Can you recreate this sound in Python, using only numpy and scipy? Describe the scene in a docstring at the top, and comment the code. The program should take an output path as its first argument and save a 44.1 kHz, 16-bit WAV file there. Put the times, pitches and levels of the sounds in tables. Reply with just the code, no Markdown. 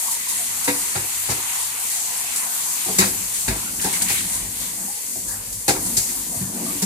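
"""In a kitchen with tiled walls, a frying pan is scrubbed and rinsed in a steel sink, heard at two microphone ports.
Spray, sponge and pan water are dense random impacts in fixed colours; splashes and gurgles are crowds of bubbles.
The pan knocks the basin and drags over it, ringing one set of damped steel modes; a fading noise stands for
the modes too many to count. Spurts of spray and sharp knocks flare in the treble over a quiet kitchen noise."""
import sys
import numpy as np
from scipy import signal
from scipy.fft import rfft, irfft, next_fast_len
from scipy.io import wavfile
from scipy.ndimage import uniform_filter1d

SR = 44100
rng = np.random.default_rng(int(sys.argv[2]) if len(sys.argv) > 2 else 0)


def inscribe(sig):
    """Save sig as 16-bit PCM at rate SR to the path in sys.argv[1].

    A 1-D sig is mono; a 2-D sig holds one channel per row.
    Samples are clipped to [-1, 1] before scaling.
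    """
    pcm = np.round(np.clip(np.atleast_2d(sig).T, -1, 1) * 32767)
    wavfile.write(sys.argv[1], SR, pcm.astype(np.int16))


N = 302085
T = np.arange(N) / SR

# washing: t/s, spray level/dB, sponge level/dB, level/dB of the water in the pan
WASHING = [(0.0, -24, -35.5, -39.5), (0.12, -23.5, -36.5, -40), (0.23, -25, -35, -50),
           (0.67, -23.5, -35.5, -37.5), (0.8, -23.5, -34.5, -40), (1.12, -24, -36, -41.5),
           (1.52, -24.5, -35, -40), (1.83, -23.5, -36.5, -41.5), (2.45, -25, -36, -39),
           (2.65, -23, -36.5, -40.5), (2.96, -23, -34.5, -41), (3.24, -24.5, -38, -44.5),
           (3.5, -26, -35.5, -41.5), (3.7, -26.5, -39, -44.5), (3.81, -25, -42, -44),
           (3.91, -25.5, -33, -39), (3.99, -26.5, -35, -37), (4.06, -23, -34, -38), (4.1, -26.5, -27, -40),
           (4.14, -23.5, -30.5, -46), (4.21, -26, -33, -50), (4.24, -26, -35.5, -46),
           (4.35, -23.5, -38, -41), (4.5, -29, -42.5, -51), (4.62, -25, -36.5, -45),
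           (4.77, -27, -40.5, -46), (4.83, -29, -43, -44), (5.0, -28.5, -43.5, -52), (5.17, -26, -45, -53),
           (5.24, -28.5, -46, -51), (5.33, -26, -45, -42), (5.4, -30, -45.5, -47),
           (5.66, -29.5, -46, -52.5), (5.86, -24, -41.5, -43.5), (6.08, -23.5, -40, -47.5),
           (6.26, -26.5, -42, -45.5), (6.37, -25.5, -45.5, -42), (6.52, -30, -46, -43),
           (6.7, -24.5, -37, -46), (6.85, -29, -41.5, -43)]
# knocks of the pan: t/s, thud drive/dB, thud f/Hz, ring drive/dB, favoured low, middle and high mode f/Hz,
# brightness/dB per octave, favoured clink f/Hz, clink drive/dB, crash level/dB, treble flare level/dB
KNOCKS = [(0.675, -34.5, 99, -15, 274, 470, 990, 0, 1980, -25, -28, -22),
          (0.953, -27, 100, -37, 186, 388, 800, 0.5, 1400, -33.5, -24.5, -26),
          (1.287, -25, 101, -32, 206, 376, 790, -6, 1400, -41, -24, -30),
          (1.3, -41, 102, -41, 226, 530, 880, 2, 1560, -40.5, -34, -23),
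          (2.858, -43, 99, -33, 310, 354, 730, 0, 2000, -56, -52, -45),
          (2.883, -37, 101, -28.5, 191, 426, 707, 2, 2000, -56, -27, -45),
          (2.984, -24.5, 70, -16, 187.7, 374, 1086, -2.5, 2240, -23, -22.5, -9),
          (3.013, -40, 100, -22, 204, 362, 1086, 0, 1700, -35.5, -26.5, -47),
          (3.037, -45, 100, -37, 204, 362, 1086, -5, 2220, -44, -54, -34),
          (3.053, -45, 100, -38, 192, 510, 1086, 2.5, 2490, -41, -58, -31),
          (3.478, -16, 52, -22, 228, 372, 1040, -12, 2000, -32.5, -22, -22),
          (3.509, -47, 52, -31.5, 203, 305, 657, -1, 2000, -44, -60, -54),
          (3.842, -30, 70, -26.5, 186, 410, 860, -17, 1700, -39, -22, -20.5),
          (4.099, -34, 100, -38, 193, 392, 1085, -1.5, 2220, -40, -27.5, -22),
          (5.153, -43, 90, -36, 322, 380, 700, 2.5, 2000, -66, -57, -59),
          (5.679, -23.5, 105, -14.5, 320, 614, 810, -4.5, 2260, -25.5, -15.5, -11.5),
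          (5.703, -34, 105, -31.5, 292, 520, 780, 2, 2300, -42, -32, -40),
          (5.967, -26, 75, -30.5, 190, 404, 676, -3, 2200, -38, -33, -13),
          (6.087, -52, 89.3, -33, 256, 362, 754, -20, 2100, -42, -56, -29),
          (6.359, -30, 100, -65, 226, 530, 654, 4, 2000, -53, -58, -41),
          (6.408, -26, 130, -14.5, 177, 340, 660, -17.5, 2000, -47, -66, -54),
          (6.663, -42, 100, -30, 230, 307, 654, -5, 2000, -57, -55, -54),
          (6.745, -38, 100, -31, 286, 348, 664, -15, 2000, -57, -55, -54),
          (6.82, -46, 99, -13, 195, 414, 960, -10, 1900, -38, -26.5, -18)]
# modes of cabinet, basin and pan: f/Hz, relative level/dB, t60/s when knocked
STEEL_MODES = [(44.5, -15, 0.33), (53, -3, 0.3), (88, -8, 0.17), (102, -3, 0.36), (136.2, 0, 0.28),
               (186, 2.5, 0.22), (204, -1, 0.22), (231.4, 0.5, 0.17), (252, -1.5, 0.17), (285, 1, 0.31),
               (306, -4.5, 0.22), (362, 2, 0.28), (392, -3, 0.2), (427, -3, 0.22), (496, 1, 0.27),
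               (530, 1.5, 0.17), (654, 2, 0.17), (747, 1, 0.2), (808, 4, 0.22), (895, 4, .15),
               (957, -1, 0.15), (1086, 6, .16), (1380, -5, .12), (1565, -6, .13), (1696, 1, 0.13),
               (1890, 1, 0.11), (1975, 1, .13), (2065, 2, 0.13), (2221, 2, 0.14), (2368, 3, 0.13),
               (2492, 1, .13), (2740, -6, .13), (3624, -21, .15), (3750, -26, .13), (3885, -22, .18),
               (4400, -22, .13), (4740, -24, .15), (5120, -22, .2), (5852, -20, .28), (7014, -20, .2),
               (7195, -16, .22), (7480, -19, .35), (7728, -20, .25), (8220, -19, .22)]

ALIKE_HZ = 580  # well below this both ports hear the same wave
LEFT_LAG_S = 0.0002
CLINK_FROM_HZ, SHIMMER_FROM_HZ = 1250, 3000


def undb(db):
    """A level in dB is a logarithmic measure of amplitude; returns the gain."""
    return np.exp(np.asarray(db, float) * np.log(10) / 20)


def read(table, hz):
    """A spectrum given at a few frequencies is interpolated along a log-frequency axis."""
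    table = np.array(table)
    return np.interp(np.log(hz + 1e-9), np.log(table[:, 0]), table[:, 1])


def unit(x):
    """Normalization by the root mean square: the result has rms 1."""
    return x / np.sqrt(np.mean(x ** 2))


def walk(rate):
    """Slow random modulation: random levels held 1 / rate s and smoothed twice, rms 1."""
    hold = int(SR / rate)
    steps = np.repeat(rng.standard_normal(N // hold + 1), hold)
    return unit(uniform_filter1d(uniform_filter1d(steps, hold), hold)[:N])


def droplets(colour, grain_db, flicker_db):
    """Shot noise: dense impacts of uneven size, coloured; half-octave bands flicker; the ports share only the bass."""
    n = next_fast_len(N)
    hz = np.fft.rfftfreq(n, 1 / SR)
    size = undb(grain_db * np.minimum(rng.exponential(size=N), 5.0))
    size = uniform_filter1d(size, size=8)
    shared, left, right = rfft(rng.standard_normal((3, N)) * size, n)
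    alike = 1 / (1 + (hz / ALIKE_HZ) ** 3)
    late = np.exp(-2j * np.pi * hz * LEFT_LAG_S)
    common = np.sqrt(alike) * shared * [late, 1 + 0 * late]
    separate = np.sqrt(1 - alike) * np.array([left, right])
    pair = (common + separate) * undb(read(colour, hz))
    octave = np.log2(hz + 1e-9)
    out = 0
    for centre in np.arange(np.log2(colour[0][0]), np.log2(colour[-2][0]) + .5, .5):
        band = np.cos(np.pi * np.clip(octave - centre, -.5, .5)) ** 2
        out = out + irfft(pair * band, n)[:, :N] * undb(flicker_db * walk(17))
    return unit(out)


def bursts(times, dbs, t60s, rise_s):
    """Exponential decay after a quick swell: the envelope of all events, each cut off after half a second."""
    out = np.zeros(N)
    for start, db, t60 in np.broadcast(times, dbs, t60s):
        first = int(start * SR)
        t = T[first:first + SR // 2] - start
        swell = 1 - np.exp(-np.maximum(t, 0) / rise_s)
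        out[first:][:len(t)] += undb(db) * swell * 1000. ** (-t / t60)
    return out


def bubbles(rows, glide):
    """Bubble resonance: each is a fading sine that rises in pitch and reaches the ports out of step."""
    out = np.zeros((2, N + SR))
    turns = rng.uniform(-np.pi, np.pi, (len(rows), 2, 1))  # phase/rad at each port
    for (start, hz, db, t60), turn in zip(rows, turns):
        t = T[:int(t60 * SR)]
        shape = undb(db) * (1 - np.exp(-t / t60 * 12)) * 1000. ** (-t / t60)
        phase = 2 * np.pi * hz * t * (1 + glide * t / t60)
        out[:, int(start * SR):][:, :len(t)] += shape * np.sin(phase + turn)
    return out[:, :N]


def washing_db(column):
    """Slow change of source strength: one level of the washing, interpolated linearly in time."""
    table = np.array(WASHING)
    return np.interp(T, table[:, 0], table[:, column])


def spray():
    """Shot noise of the water jet: its many drop impacts add up to a treble hiss, and the jet wavers."""
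    # colour of the spray: f/Hz, relative level/dB per Hz
    colour = [(2350, -41), (4000, -18.5), (4490, -11), (5360, -12.5), (7380, -2.5), (9070, -2),
              (13700, -9.5), (15000, -15.5), (15700, -67)]
    return droplets(colour, 3.5, 1.0) * undb(washing_db(1) + .5 * walk(13))


def sizzle():
    """Sudden onset and reverberant decay: spurts and sharp knocks flare in the treble, then fade in the tiled room."""
    # spurts of spray off the pan: t/s, peak level/dB, t60/s
    spurts = [(0.1101, -20, 0.36), (0.284, -20, 0.46), (0.6434, -17.5, 0.13), (1.8994, -24.5, 1),
              (2.358, -20.5, 0.25), (3.34, -23, 0.89), (3.813, -22.5, 0.59), (3.9294, -24, 0.68),
              (4.019, -10.5, 0.067), (4.0824, -21.5, 0.89), (4.17, -38, 0.6), (4.33, -28, 0.2),
              (4.599, -28, 0.27), (5.0454, -45, 0.15), (5.1163, -40, 0.11), (5.2794, -26, 0.23),
              (5.524, -26, 0.33), (5.8616, -24, 0.2)]
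    # colour of the spurts: f/Hz, relative level/dB per Hz
    spurt_colour = [(2900, -19), (4000, -3.5), (5500, -2.5), (7400, 5.5), (9500, 6), (12000, 1),
                    (14000, -13.5), (15700, -19)]
    # colour of the flares at the knocks: f/Hz, relative level/dB per Hz
    flare_colour = [(2940, -13), (3500, -9), (4000, -5), (5000, 2), (5480, -2), (5910, 0.5), (6670, 2.5),
                    (7440, 4), (11500, -2), (14000, -10), (15700, -20)]
    knocks = np.array(KNOCKS)
    spurting = droplets(spurt_colour, 1.3, 1) * bursts(*np.transpose(spurts), rise_s=0.0015)
    flares = bursts(knocks[:, 0], knocks[:, -1], t60s=0.24, rise_s=0.0018)
    return spurting + droplets(flare_colour, 0.76, 0.87) * flares


def sponge():
    """Friction noise: the rubbing sponge is a dense run of uneven impacts in its own colour."""
    # colour of the sponge: f/Hz, relative level/dB per Hz
    colour = [(650, -42), (1100, -2.5), (1230, -10.5), (1790, -5.5), (1910, 0), (3000, -2.5), (4480, -3.5),
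              (5340, -52), (5800, -5), (7540, -44), (12800, -120)]
    return droplets(colour, 2.9, flicker_db=1.8) * undb(washing_db(2))


def pool():
    """Shot noise of agitated water: the water in the pan is dense impacts, mostly in the middle register."""
    # colour of the water in the pan: f/Hz, relative level/dB per Hz
    colour = [(260, -70), (450, -24), (488, -31), (526, -34), (627, -37), (661, -1.5), (880, 0), (960, 5.5),
              (1050, -2), (1400, -5.5), (1820, -5.5), (3080, -120)]
    return droplets(colour, 2.4, flicker_db=2.4) * undb(washing_db(3))


def splash(count=100, scatter_db=3.5):
    """Pitch falls with bubble size: a surge is a crowd of bubbles, the small high and brief, a few loud."""
    # surges of rinse water tipped out of the pan: t/s, length/s, level/dB of the softest bubble
    surges = [(3.795, 0.061, -29), (3.861, .05, -34), (3.927, 0.046, -27.5), (4.012, 0.024, -31),
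              (4.08, 0.054, -27.5), (4.142, .025, -33), (4.177, 0.035, -32), (4.232, 0.025, -39)]
    # lowest and highest starting pitch of the bubbles: f/Hz, f/Hz
    lowest_hz, highest_hz = (1475, 5600)
    when, pitch, loud = np.moveaxis(rng.random((len(surges), count, 3)), -1, 0)
    start, length, db = np.array(surges).T[:, :, None]
    hz = lowest_hz * (highest_hz / lowest_hz) ** pitch
    db = db - scatter_db * np.log(1 - .95 * loud)
    rows = [start + length * when, hz, db, 22 / hz]
    return bubbles(np.reshape(rows, (len(rows), -1)).T, glide=0.2)


def gurgles(count=14, spread=.05, cycles=36):
    """Resonance of trapped air: a gurgle is a small crowd of brief bubbles around its pitch, spread over its length."""
    # gurgles of trapped air: t/s, central f/Hz, level/dB of the loudest bubble, length/s
    table = [(0.045, 943, -25.5, 0.12), (0.064, 1120, -27, 0.024), (0.268, 970, -25, 0.068),
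             (0.385, 685, -28.5, 0.051), (3.657, 1440, -26, .04), (3.848, 850, -18.5, 0.05),
             (3.92, 2110, -18, 0.045), (4.142, 2250, -16.5, 0.06), (4.179, 3770, -17, .012),
             (4.873, 800, -27, 0.033), (4.919, 845, -36, 0.064), (5.28, 1650, -27, 0.06),
             (5.3, 1900, -32, .06), (6.108, 723, -34, 0.045), (6.324, 660, -30, 0.058),
             (6.58, 660, -33, 0.16), (6.652, 1160, -25, 0.061)]
    when, pitch, soft = np.moveaxis(rng.random((len(table), count, 3)), -1, 0)
    start, hz, db, length = np.array(table).T[:, :, None]
    hz = hz * (1 + spread * (2 * pitch - 1))
    rows = [start + length * when, hz, db - 8 * soft, cycles / hz]
    return bubbles(np.reshape(rows, (len(rows), -1)).T, glide=0.031)


def favour(hz, best_hz, fall_db, floor_db):
    """Selective excitation: modes away from the favoured one are driven less, by fall_db per octave."""
    return np.maximum(-fall_db * np.abs(np.log2(hz / best_hz)), floor_db)


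def knock_db(hz):
    """Modal excitation by impact: thud, ring with three favoured modes, clink and shimmer, from low to high."""
    _, thud, thud_hz, ring, low_hz, middle_hz, high_hz, bright, clink_hz, clink, _, flare = np.transpose(KNOCKS)
    if hz < 150:
        return thud + favour(hz, thud_hz, fall_db=7.5, floor_db=-20)
    if hz > SHIMMER_FROM_HZ:
        return flare
    if hz > CLINK_FROM_HZ:
        return clink + favour(hz, clink_hz, fall_db=27, floor_db=-9.0)
    favoured = [favour(hz, best, fall_db=95, floor_db=-19.5) for best in (low_hz, middle_hz, high_hz)]
    return ring + bright * np.log2(hz / low_hz) + np.max(favoured, axis=0)


def resonate(push, hz, t60, rise_s):
    """Damped oscillator: one mode as a complex rotation that swells, then fades."""
    spin = np.exp(2j * np.pi * hz / SR)
    fade = 1000. ** (-1 / (t60 * SR))
    swell = np.exp(-1 / (rise_s * SR))
    return signal.lfilter([1 - swell], np.convolve([1, -fade * spin], [1, -swell * spin]), push)


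def steel(rise_s=0.003, rise_cycles=0.3, muffled=0.63, askew=0.54):
    """Modal superposition: knocks and stick-slip dragging ring the modes; high ones reach the ports out of step."""
    # the pan shifts on the basin floor: t/s, dragging drive/dB, favoured mode f/Hz, cabinet rumble drive/dB
    drag = [(0.0, -55, 230, -72), (0.38, -54, 208, -53), (0.84, -47.5, 253, -51), (1.162, -67, 217, -52),
            (1.87, -60, 245, -57), (2.8, -52.5, 243, -68), (3.05, -36, 205, -38), (3.34, -50, 194, -44.5),
            (3.7, -38, 220, -41.5), (4.15, -37, 213, -41), (4.25, -42.5, 210, -44),
            (4.3, -41.5, 210, -43.5), (4.5, -43.5, 230, -37.5), (4.85, -39.5, 210, -47.5),
            (5.0, -67, 230, -63), (5.12, -46.5, 230, -53), (5.25, -40.5, 214, -38.5),
            (5.66, -51.5, 208, -40), (5.85, -33.5, 232, -35), (6.06, -44, 232, -46),
            (6.12, -41.5, 246, -44), (6.38, -42, 243, -52), (6.42, -34.5, 294, -47),
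            (6.48, -34.5, 222, -50), (6.54, -32, 250, -47), (6.6, -29, 284, -54), (6.68, -32.5, 213, -49),
            (6.73, -32.5, 294, -52), (6.78, -39, 293, -53), (6.85, -60, 200, -58)]
    s, *columns = np.transpose(drag)
    drag_db, drag_hz, rumble_db = (np.interp(T, s, c) for c in columns)
    at = (np.array(KNOCKS)[:, 0] * SR).astype(int)
    slip_size = undb(2.24 * rng.exponential(size=N)) * undb(2.0 * walk(23))
    slips = unit(rng.standard_normal(N) * slip_size)
    out = np.zeros((2, N))
    for k, (hz, db, t60) in enumerate(STEEL_MODES):
        blows = np.zeros(N, complex)
        blows[at] = (-1) ** k * undb(knock_db(hz))  # neighbouring modes start in opposite directions
        ring = resonate(blows, hz, t60, rise_s + rise_cycles / hz)
        if hz < 1000:
            # dragging shakes the low modes only, and the pan resting on the steel muffles them
            rub_db = rumble_db if hz < 120 else drag_db + favour(hz, drag_hz, fall_db=17.5, floor_db=-17.5)
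            rub_t60 = t60 * muffled
            # division by the root of the decay time offsets the build-up in long-ringing modes
            rub = slips * undb(rub_db) / np.sqrt(rub_t60 * SR / np.log(1e6))
            ring += resonate(rub, hz, rub_t60, rise_s)
        scatter = askew * rng.uniform(-np.pi, np.pi) / (1 + (ALIKE_HZ / hz) ** 3)
        apart = 2 * np.pi * hz * LEFT_LAG_S + scatter  # phase/rad between the ports
        left, right = (ring * np.exp(-.5j * apart)).imag, (ring * np.exp(.5j * apart)).imag
        out += undb(db) * np.array([left, right])
    return out


def banded(x, peak_width_hz=45, valley_db=-9, band_hz=60, band_db=2):
    """Resonant filtering: peaks at the steel modes, with smaller peaks and dips all along the spectrum."""
    spectrum = rfft(x)
    hz = np.fft.rfftfreq(N, 1 / SR)
    peaks = np.max([1 / np.hypot(1, 2 * (hz - mode[0]) / peak_width_hz) for mode in STEEL_MODES], axis=0)
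    peaks = np.maximum(peaks, undb(valley_db))
    k = int(band_hz * N / SR)  # spectrum bins in a band
    steps = np.repeat(rng.standard_normal(N // k), k)
    bands = unit(uniform_filter1d(steps, k)[:spectrum.shape[1]])
    return unit(irfft(spectrum * peaks * undb(band_db * np.clip(bands, -2, 2)), N))


def crash():
    """High modal density: countless modes of steel and tiled walls merge into fading noise; soft knocks stay dull."""
    # colour of the crash: f/Hz, relative level/dB per Hz before the modal peaks
    colour = [(290, -6), (500, -6.5), (1080, -8), (1550, -6.5), (2300, -6.5), (2650, -5), (3300, -14),
              (3900, -7), (5000, -13), (7150, -51), (12100, -120)]
    knocks = np.array(KNOCKS)
    chatter = undb(2.2 * walk(160))  # the pan rattles against the steel as it settles
    noise = banded(droplets(colour, 0.6, 1.0)) * chatter
    dull = signal.sosfiltfilt(signal.butter(2, CLINK_FROM_HZ, fs=SR, output="sos"), noise)
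    hiss = noise - dull
    hiss_db = knocks[:, -3] + 10  # the upper part follows the clink
    return (dull * bursts(knocks[:, 0], knocks[:, -2], t60s=0.38, rise_s=0.0012)
            + hiss * bursts(knocks[:, 0], hiss_db, t60s=.19, rise_s=0.0054))


def kitchen(level_db=-51.5):
    """Stationary background noise: the quiet kitchen is an even, low-pitched random noise."""
    # colour of the kitchen: f/Hz, relative level/dB per Hz
    colour = [(15, -38), (25, -25), (64, 1.5), (108, -2.5), (157, -2.5), (260, 1.5), (348, -11), (454, 3),
              (600, -3), (780, -15), (1320, -120)]
    return droplets(colour, 0.1, 1.0) * undb(level_db)


def scene():
    """Linear superposition of water, sponge, steel and the quiet kitchen."""
    water = spray() + sizzle() + pool() + splash() + gurgles()
    return water + sponge() + steel() + crash() + kitchen()


def record(dry):
    """Receiver response: most treble leans left, the deepest bass is lost, the loudest peaks clip, the top is cut."""
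    # balance of the ports: f/Hz, left minus right level/dB
    balance = [(100, 1), (2500, 0), (4400, -1), (6500, 6.5), (8500, 1), (10500, 1), (12500, 4.5),
               (15000, 10)]
    n = next_fast_len(N)
    hz = np.fft.rfftfreq(n, 1 / SR)
    lean = read(balance, hz) / 2
    bass_cut = 1 / np.sqrt(1 + (38 / (hz + 1)) ** 8)
    heard = irfft(rfft(dry, n) * bass_cut * undb([lean, -lean]), n)[:, :N]
    top_cut = signal.ellip(10, .2, 80, 15800, fs=SR, output="sos")  # order, ripple/dB, rejection/dB, edge f/Hz
    return signal.sosfilt(top_cut, np.clip(heard, -1, 1))


dry = scene()
out = record(dry)
inscribe(out)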